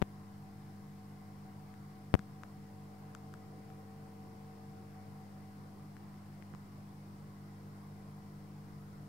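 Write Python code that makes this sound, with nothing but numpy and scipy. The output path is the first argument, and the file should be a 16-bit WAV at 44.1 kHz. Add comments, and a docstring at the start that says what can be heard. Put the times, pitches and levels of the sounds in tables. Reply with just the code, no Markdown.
"""Throughout, aquarium pumps hum on the orders of the mains and whine over a wash of water and air, and
standing waves swell and fade as a hand-held camera drifts through them. At the very start the left
microphone pops twice, and thin electronic pips set in about once a second, mostly in pairs. From 1.7 s
the plastic housing ticks as damped modes; at 2.1 s a second, stronger pair of pops steps the left
pressure. The ticks end near 6.5 s, and the rumble of the hand is strongest at the close."""
import sys
import numpy as np
from scipy import signal
from scipy.io import wavfile
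from scipy.ndimage import uniform_filter1d

SR = 44100
rng = np.random.default_rng(int(sys.argv[2]) if len(sys.argv) > 2 else 0)


def dump(signal):
    """Clip the signal to [-1, 1] and save it as 16-bit WAV at the path in sys.argv[1]."""
    limited = np.clip(np.atleast_2d(signal).T, -1, 1)
    pcm = np.round(limited * 32767).astype(np.int16)
    wavfile.write(sys.argv[1], SR, pcm)


N = 400428

# All levels hold ahead of the low cut in record(); a positive balance favours the left.
MAINS_HZ = 49.975
ORDER_LAG_RAD = 0.9  # times the order squared
# Hum of the pumps: order of the mains, level/dB, left-right balance/dB
HUM_ORDERS = [(1, -74, 4), (2, -56.5, -0.5), (4, -54.5, 0.5), (5, -74, 6), (7, -74.5, 3.5),
              (8, -82.5, -13.5), (10, -85, 12), (12, -85.5, -1), (14, -79.5, 10), (17, -87, 8)]
# Place of the camera between pumps and wall: t/s, place/m
CAMERA_PLACE = [(0, -0.00068), (2.5, -0.0073), (3.9, -0.042), (4.7, -0.033), (5.3, -.014), (6.2, 0.016),
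                (7.4, 0.052), (9.1, 0.062)]
# Orders that stand in the room: order, then for left and right in turn:
# level without reflection/dB, reflection (0-1), loudest place/m
STANDING_ORDERS = [(3, -48.1, 0.83, 0.545, -52.2, .64, .49), (6, -63, 0.36, -.24, -62.5, 0.59, -.28),
                   (9, -61, 0.87, -.16, -66.5, 0.73, -0.182)]
# Second motor slipping below the third order, left and right in turn:
# level without reflection/dB, reflection (0-1), loudest place/m
SLIP_HZ = 145.7  # mean
SLIP_WAVE = (-64.3, .9, -.3, -57.3, 0.5, -.5)
# Whine of the impeller, left and right in turn:
# level without reflection/dB, reflection (0-1), loudest place/m
WHINE_HZ, WHINE_FLUTTER_DB = 756.7, 2.8  # mean pitch, rms flutter
WHINE_WAVE = (-68, .75, -.068, -70.5, .6, -.078)

# Wash of water, cabinet and room, before drift and patches:
# f/Hz, density level/dB per Hz, left-right balance/dB, left-right likeness (-1 to 1)
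WASH_SPECTRUM = [(20, -75.5, 4, 0.71), (57.7, -87, -5, 0.88), (115, -77, 4, 0.91), (190, -84.5, 4.5, .92),
                 (353, -89, -3, 0.74), (420, -93.5, 3.5, 0.57), (663, -92.5, 0, 0.38),
                 (776, -89, -0.5, 0.12), (896, -93.5, -2, 0.32), (1020, -90.5, 1.5, 0.27),
                 (1260, -94.5, -1, -0.34), (1890, -101, 2.5, 0.037), (1990, -99, 2, 0.33),
                 (2490, -107, 1, 0.18), (6470, -124, 18.5, 1)]
# Slow change of the wash: t/s, rumble of the hand/dB, body/dB
WASH_DRIFT = [(0, 3, -1), (2.6, 2, -1), (3.6, 6, 3), (5.4, 1, 2), (7, 7, 1), (9.1, 15, 0.5)]

# Ticks of the housing: t/s, level/dB, left-right balance/dB, tilt/dB per octave,
# thump level relative to the tick/dB, pitch as a factor on the mode frequencies
TICKS = [(1.74, -45, 9, -3, -13, 1.4), (2.192, -34, 5.5, -2, -4, 1.07), (2.4347, -30.5, 4, -3.5, -16, 1.14),
         (3.1497, -34, 5, 0.7, -17, 1.01), (3.3394, -37, 8, -1.5, -10, 1.07), (3.702, -47, 9, -2, -14, 1.2),
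         (5.967, -42, 9, -3, -9, 1.25), (6.142, -49, 8, -2, -12, 1.3), (6.328, -50, 8, -4, -20, 1.3),
         (6.424, -41.5, 12, -3, -11, 1.4), (6.5379, -41, -18, -7, -4, 1.1), (6.5486, -42, 7, -1, -26, 0.84)]
# Modes of the housing, before pitch, detuning and damping factors: f/Hz, level/dB, 60 dB decay time/s
HOUSING_MODES = [(1330, 5, 0.0057), (2380, -5, 0.0054), (3530, -4, 0.0032), (4980, -6.5, .003),
                 (5970, -9, .004), (7860, -8, 0.003), (10500, -13, 0.0024), (14000, -22, .0015)]
# Thump under each tick: f/Hz, 60 dB decay time/s
THUMP = (186, 0.052)
STIFFNESS = 1.44  # exponent: higher ticks ring shorter

# Pops: t/s, left step (full scale = 1, ahead of the low cut), rise time/s,
# right crackle level relative to the step/dB
POPS = [(0.0184, 0.2, .00016, -60), (0.0236, 0.32, .00019, -60), (2.1409, 0.68, .000177, -34),
        (2.1514, 0.31, .00022, -60)]
LEFT_CRACKLE_DB = -27  # relative to the step

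# Pips of the camera electronics; beat 0 lies one period before PIP_BEAT_1_S
PIP_BEAT_1_S, PIP_EVERY_S, PIP_PAIR_S, PIP_LENGTH_S, PIP_EXTRA_S = 0.743, 1.004, 0.3, 0.09, 8.33
PIP_HZ, PIP_LEFT_DB = 11115, -86  # mean pitch, level
# Beats without a partner: beat number, counted from 0
PIP_ALONE = [6, 7, 9]

# Hiss of the two microphones: f/Hz, left density level/dB per Hz, right density level/dB per Hz
HISS_SPECTRUM = [(1000, -112, -112), (3600, -112, -113), (4400, -106, -111), (5600, -103.5, -114),
                 (5830, -111, -115), (8200, -110, -116), (10100, -113, -115), (12500, -114, -114),
                 (16300, -115, -115)]
# Thin continuous tone of the camera electronics: mean f/Hz, left level/dB, right level/dB
ELECTRONIC_TONE = (9090, -92, -106)

LOW_CUT_HZ, LOW_CUT_Q, EDGE_HZ = 97, 0.77, 15750
OFFSET = -0.0005  # full scale = 1


def hum(t):
    """Harmonic series of the mains with an interaural-style delay, and beating with a slipping motor."""
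    late_s = np.array([[0], [0.00015]])  # the right microphone hears the orders later
    partials = []
    for order, db, pan_db in HUM_ORDERS:
        partials.append((order, sides(db + 0.31 * wander(t, 1.53), pan_db)))
    for order, *wave in STANDING_ORDERS:
        partials.append((order, standing(t, order * MAINS_HZ, wave)))

    out = np.zeros((2, N))
    for order, gain in partials:
        phase = 2 * np.pi * order * MAINS_HZ * (t - late_s) + ORDER_LAG_RAD * order ** 2
        out += gain * np.sin(phase)

    slip_turns = np.cumsum(SLIP_HZ + 0.17 * wander(t, 1.97)) / SR + rng.random()
    slip_gain = standing(t, SLIP_HZ, SLIP_WAVE) * amp(1.0 * wander(t, 2.5))
    out += slip_gain * np.sin(2 * np.pi * slip_turns)
    return np.sqrt(2) * out  # rms to peak


def whine(t):
    """Frequency and amplitude modulation: an impeller tone flutters in pitch and strength."""
    turns = np.cumsum(WHINE_HZ + 2.8 * wander(t, 9, octaves=4)) / SR
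    flutter = amp(WHINE_FLUTTER_DB * wander(t, 16, octaves=2))
    tone = np.sin(2 * np.pi * (turns - [[0], [0.1]]))  # right lags a tenth of a turn
    return np.sqrt(2) * standing(t, WHINE_HZ, WHINE_WAVE) * flutter * tone


def standing(t, hz, wave):
    """Interference: direct and reflected waves add or cancel according to the place of the camera."""
    db, reflection, loudest_m = np.reshape(wave, (2, 3, 1)).transpose(1, 0, 2)
    place_m = over_time(CAMERA_PLACE, t)[0]
    turns = 2 * hz * (place_m - loudest_m) / 343  # speed of sound in m/s
    return amp(db) * abs(1 + np.clip(reflection, 0, 0.95) * np.exp(2j * np.pi * turns))


def wash(size=2048):
    """Filtered random noise: the hand moves the lowest band, the place in the room the middle."""
    hz = np.fft.rfftfreq(size, 1 / SR)
    frames = 4 * N // size + 5
    db, pan_db, likeness = over_hz(WASH_SPECTRUM, hz)
    rumble_db, body_db = over_time(WASH_DRIFT, np.arange(frames) * size / 4 / SR)

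    low = 1 / (1 + (hz[:, None] / 55) ** 4)
    middle = np.exp(-np.log((hz[:, None] + 1) / 400) ** 2 / 0.39)

    # random level patches, smoothed along time, then along frequency
    patches = uniform_filter1d(rng.standard_normal((frames, len(hz))), 8, 0)
    patches = uniform_filter1d(patches, 12, 1).T
    db = db + low * rumble_db + middle * body_db + 1.47 * patches / patches.std()
    return noise(sides(db, pan_db), likeness, size)


def ticks():
    """Modal decay: a crack rings the housing, damped sooner on the right, over a longer low thump."""
    t, out = np.arange(3000) / SR, np.zeros((2, N))
    detune = rng.uniform(0.86, 1.06, (len(TICKS), len(HOUSING_MODES)))
    right_sooner = np.array([[1], [0.55]])
    thump_hz, thump_t60 = THUMP
    for (s, db, pan_db, slope_db, thump_db, pitch), shifts in zip(TICKS, detune):
        ring = pitch ** -STIFFNESS
        tick = np.zeros((2, len(t)))
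        for (hz, mode_db, t60), shift in zip(HOUSING_MODES, pitch * shifts):
            rise = 1 - np.exp(-(t * hz / 0.49) ** 2)  # the treble speaks first
            tilt_db = slope_db * np.log2(hz / HOUSING_MODES[0][0])
            decay = amp(mode_db + tilt_db - 60 * t / (t60 * ring * right_sooner))
            tick -= rise * decay * np.sin(2 * np.pi * hz * shift * t)
        tick -= amp(thump_db - 60 * t / thump_t60) * np.sin(2 * np.pi * thump_hz * t)
        at = round(s * SR)
        out[:, at:at + len(t)] += sides(db, pan_db)[:, None] * tick
    return out


def pops(t):
    """Step excitation: the left level jumps and stays until the low cut, while the edge crackles."""
    out, grit = np.zeros((2, N)), rng.standard_normal((2, N))
    for s, step, rise_s, right_db in POPS:
        out[0] += step * np.clip((t - s) / rise_s, 0, 1)
        burst = (t >= s) * np.exp(-np.maximum(t - s, 0) / 0.0005)
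        out += step * amp([[LEFT_CRACKLE_DB], [right_db]]) * burst * grit
    return out


def pips(t):
    """Gated tone: brief, slightly unsteady sines with soft edges, mostly in pairs."""
    beats = PIP_BEAT_1_S + PIP_EVERY_S * np.arange(-1, 9)
    partners = np.delete(beats + PIP_PAIR_S, PIP_ALONE)
    starts = [*beats, *partners, PIP_EXTRA_S]
    gate = sum(np.clip(np.minimum(t - s, s + PIP_LENGTH_S - t) / 0.0091, 0, 1) for s in starts)
    turns = np.cumsum(PIP_HZ + 15 * wander(t, 30)) / SR
    gain = amp([[PIP_LEFT_DB], [PIP_LEFT_DB - 6]])
    return np.sqrt(2) * gate * np.sin(2 * np.pi * turns) * gain


def hiss(t, size=512):
    """Incoherent noise: the channels hiss independently; a thin tone of wavering pitch is common."""
    spectrum = amp(over_hz(HISS_SPECTRUM, np.fft.rfftfreq(size, 1 / SR)))
    magnitude = spectrum * np.ones(4 * N // size + 5)
    tone_hz, *tone_db = ELECTRONIC_TONE
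    turns = np.cumsum(tone_hz + 1.44 * wander(t, 3)) / SR
    tone = amp(tone_db)[:, None] * np.sin(2 * np.pi * turns)
    return noise(magnitude, 0, size) + np.sqrt(2) * tone


def noise(magnitude, likeness, size):
    """Partial coherence: two-channel noise from short-time magnitudes in root power per hertz."""
    a, b, c, d = rng.standard_normal((magnitude.shape[2], magnitude.shape[1], 4)).T
    likeness = np.clip(likeness, -1, 1)
    left = a + 1j * b
    right = likeness * left + np.sqrt(1 - likeness ** 2) * (c + 1j * d)
    bins = np.array([left, right]) * magnitude * np.sqrt(SR / size)
    return signal.istft(bins, nperseg=size, noverlap=size * 3 // 4)[1][:, :N]


def wander(t, top_hz, octaves=5):
    """Superposition: slow sines of random phase add to an irregular curve of rms about 1."""
    hz = np.geomspace(top_hz / 2 ** octaves, top_hz, 20)[:, None]
    coarse_t = t[::256]
    sines = np.sin(2 * np.pi * (hz * coarse_t + rng.random(hz.shape)))
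    curve = (sines / np.sqrt(hz)).sum(0)
    return np.interp(t, coarse_t, curve / curve.std())


def amp(db):
    """Logarithmic level: decibels to amplitude gain."""
    return 10 ** (np.asarray(db) / 20)


def sides(db, pan_db):
    """Level difference: left and right gain from a level and a balance."""
    return amp([db + pan_db / 2, db - pan_db / 2])


def over_time(rows, t):
    """Linear interpolation: columns of a curve table at the times t."""
    s, *columns = np.transpose(rows)
    return [np.interp(t, s, c) for c in columns]


def over_hz(rows, hz):
    """Logarithmic frequency: columns of a spectrum table interpolated over log(f + 1)."""
    f, *columns = np.transpose(rows)
    return [np.interp(np.log(hz + 1), np.log(f + 1), c)[:, None] for c in columns]


def scene():
    """Linear superposition of all sources at the two microphones."""
    t = np.arange(N) / SR
    return hum(t) + whine(t) + wash() + ticks() + pops(t) + pips(t) + hiss(t)


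def record(dry):
    """Linear filtering: a resonant low cut makes steps undershoot; a converter offset and band limit follow."""
    w = 2 * np.pi * LOW_CUT_HZ
    low_cut = signal.bilinear([1, 0, 0], [1, w / LOW_CUT_Q, w * w], SR)
    cut = signal.lfilter(*low_cut, dry) + OFFSET
    band_limit = signal.firwin(511, EDGE_HZ, window=("kaiser", 5), fs=SR)
    return signal.oaconvolve(cut, band_limit[None], "same", axes=1)


dry = scene()
out = record(dry)
dump(out)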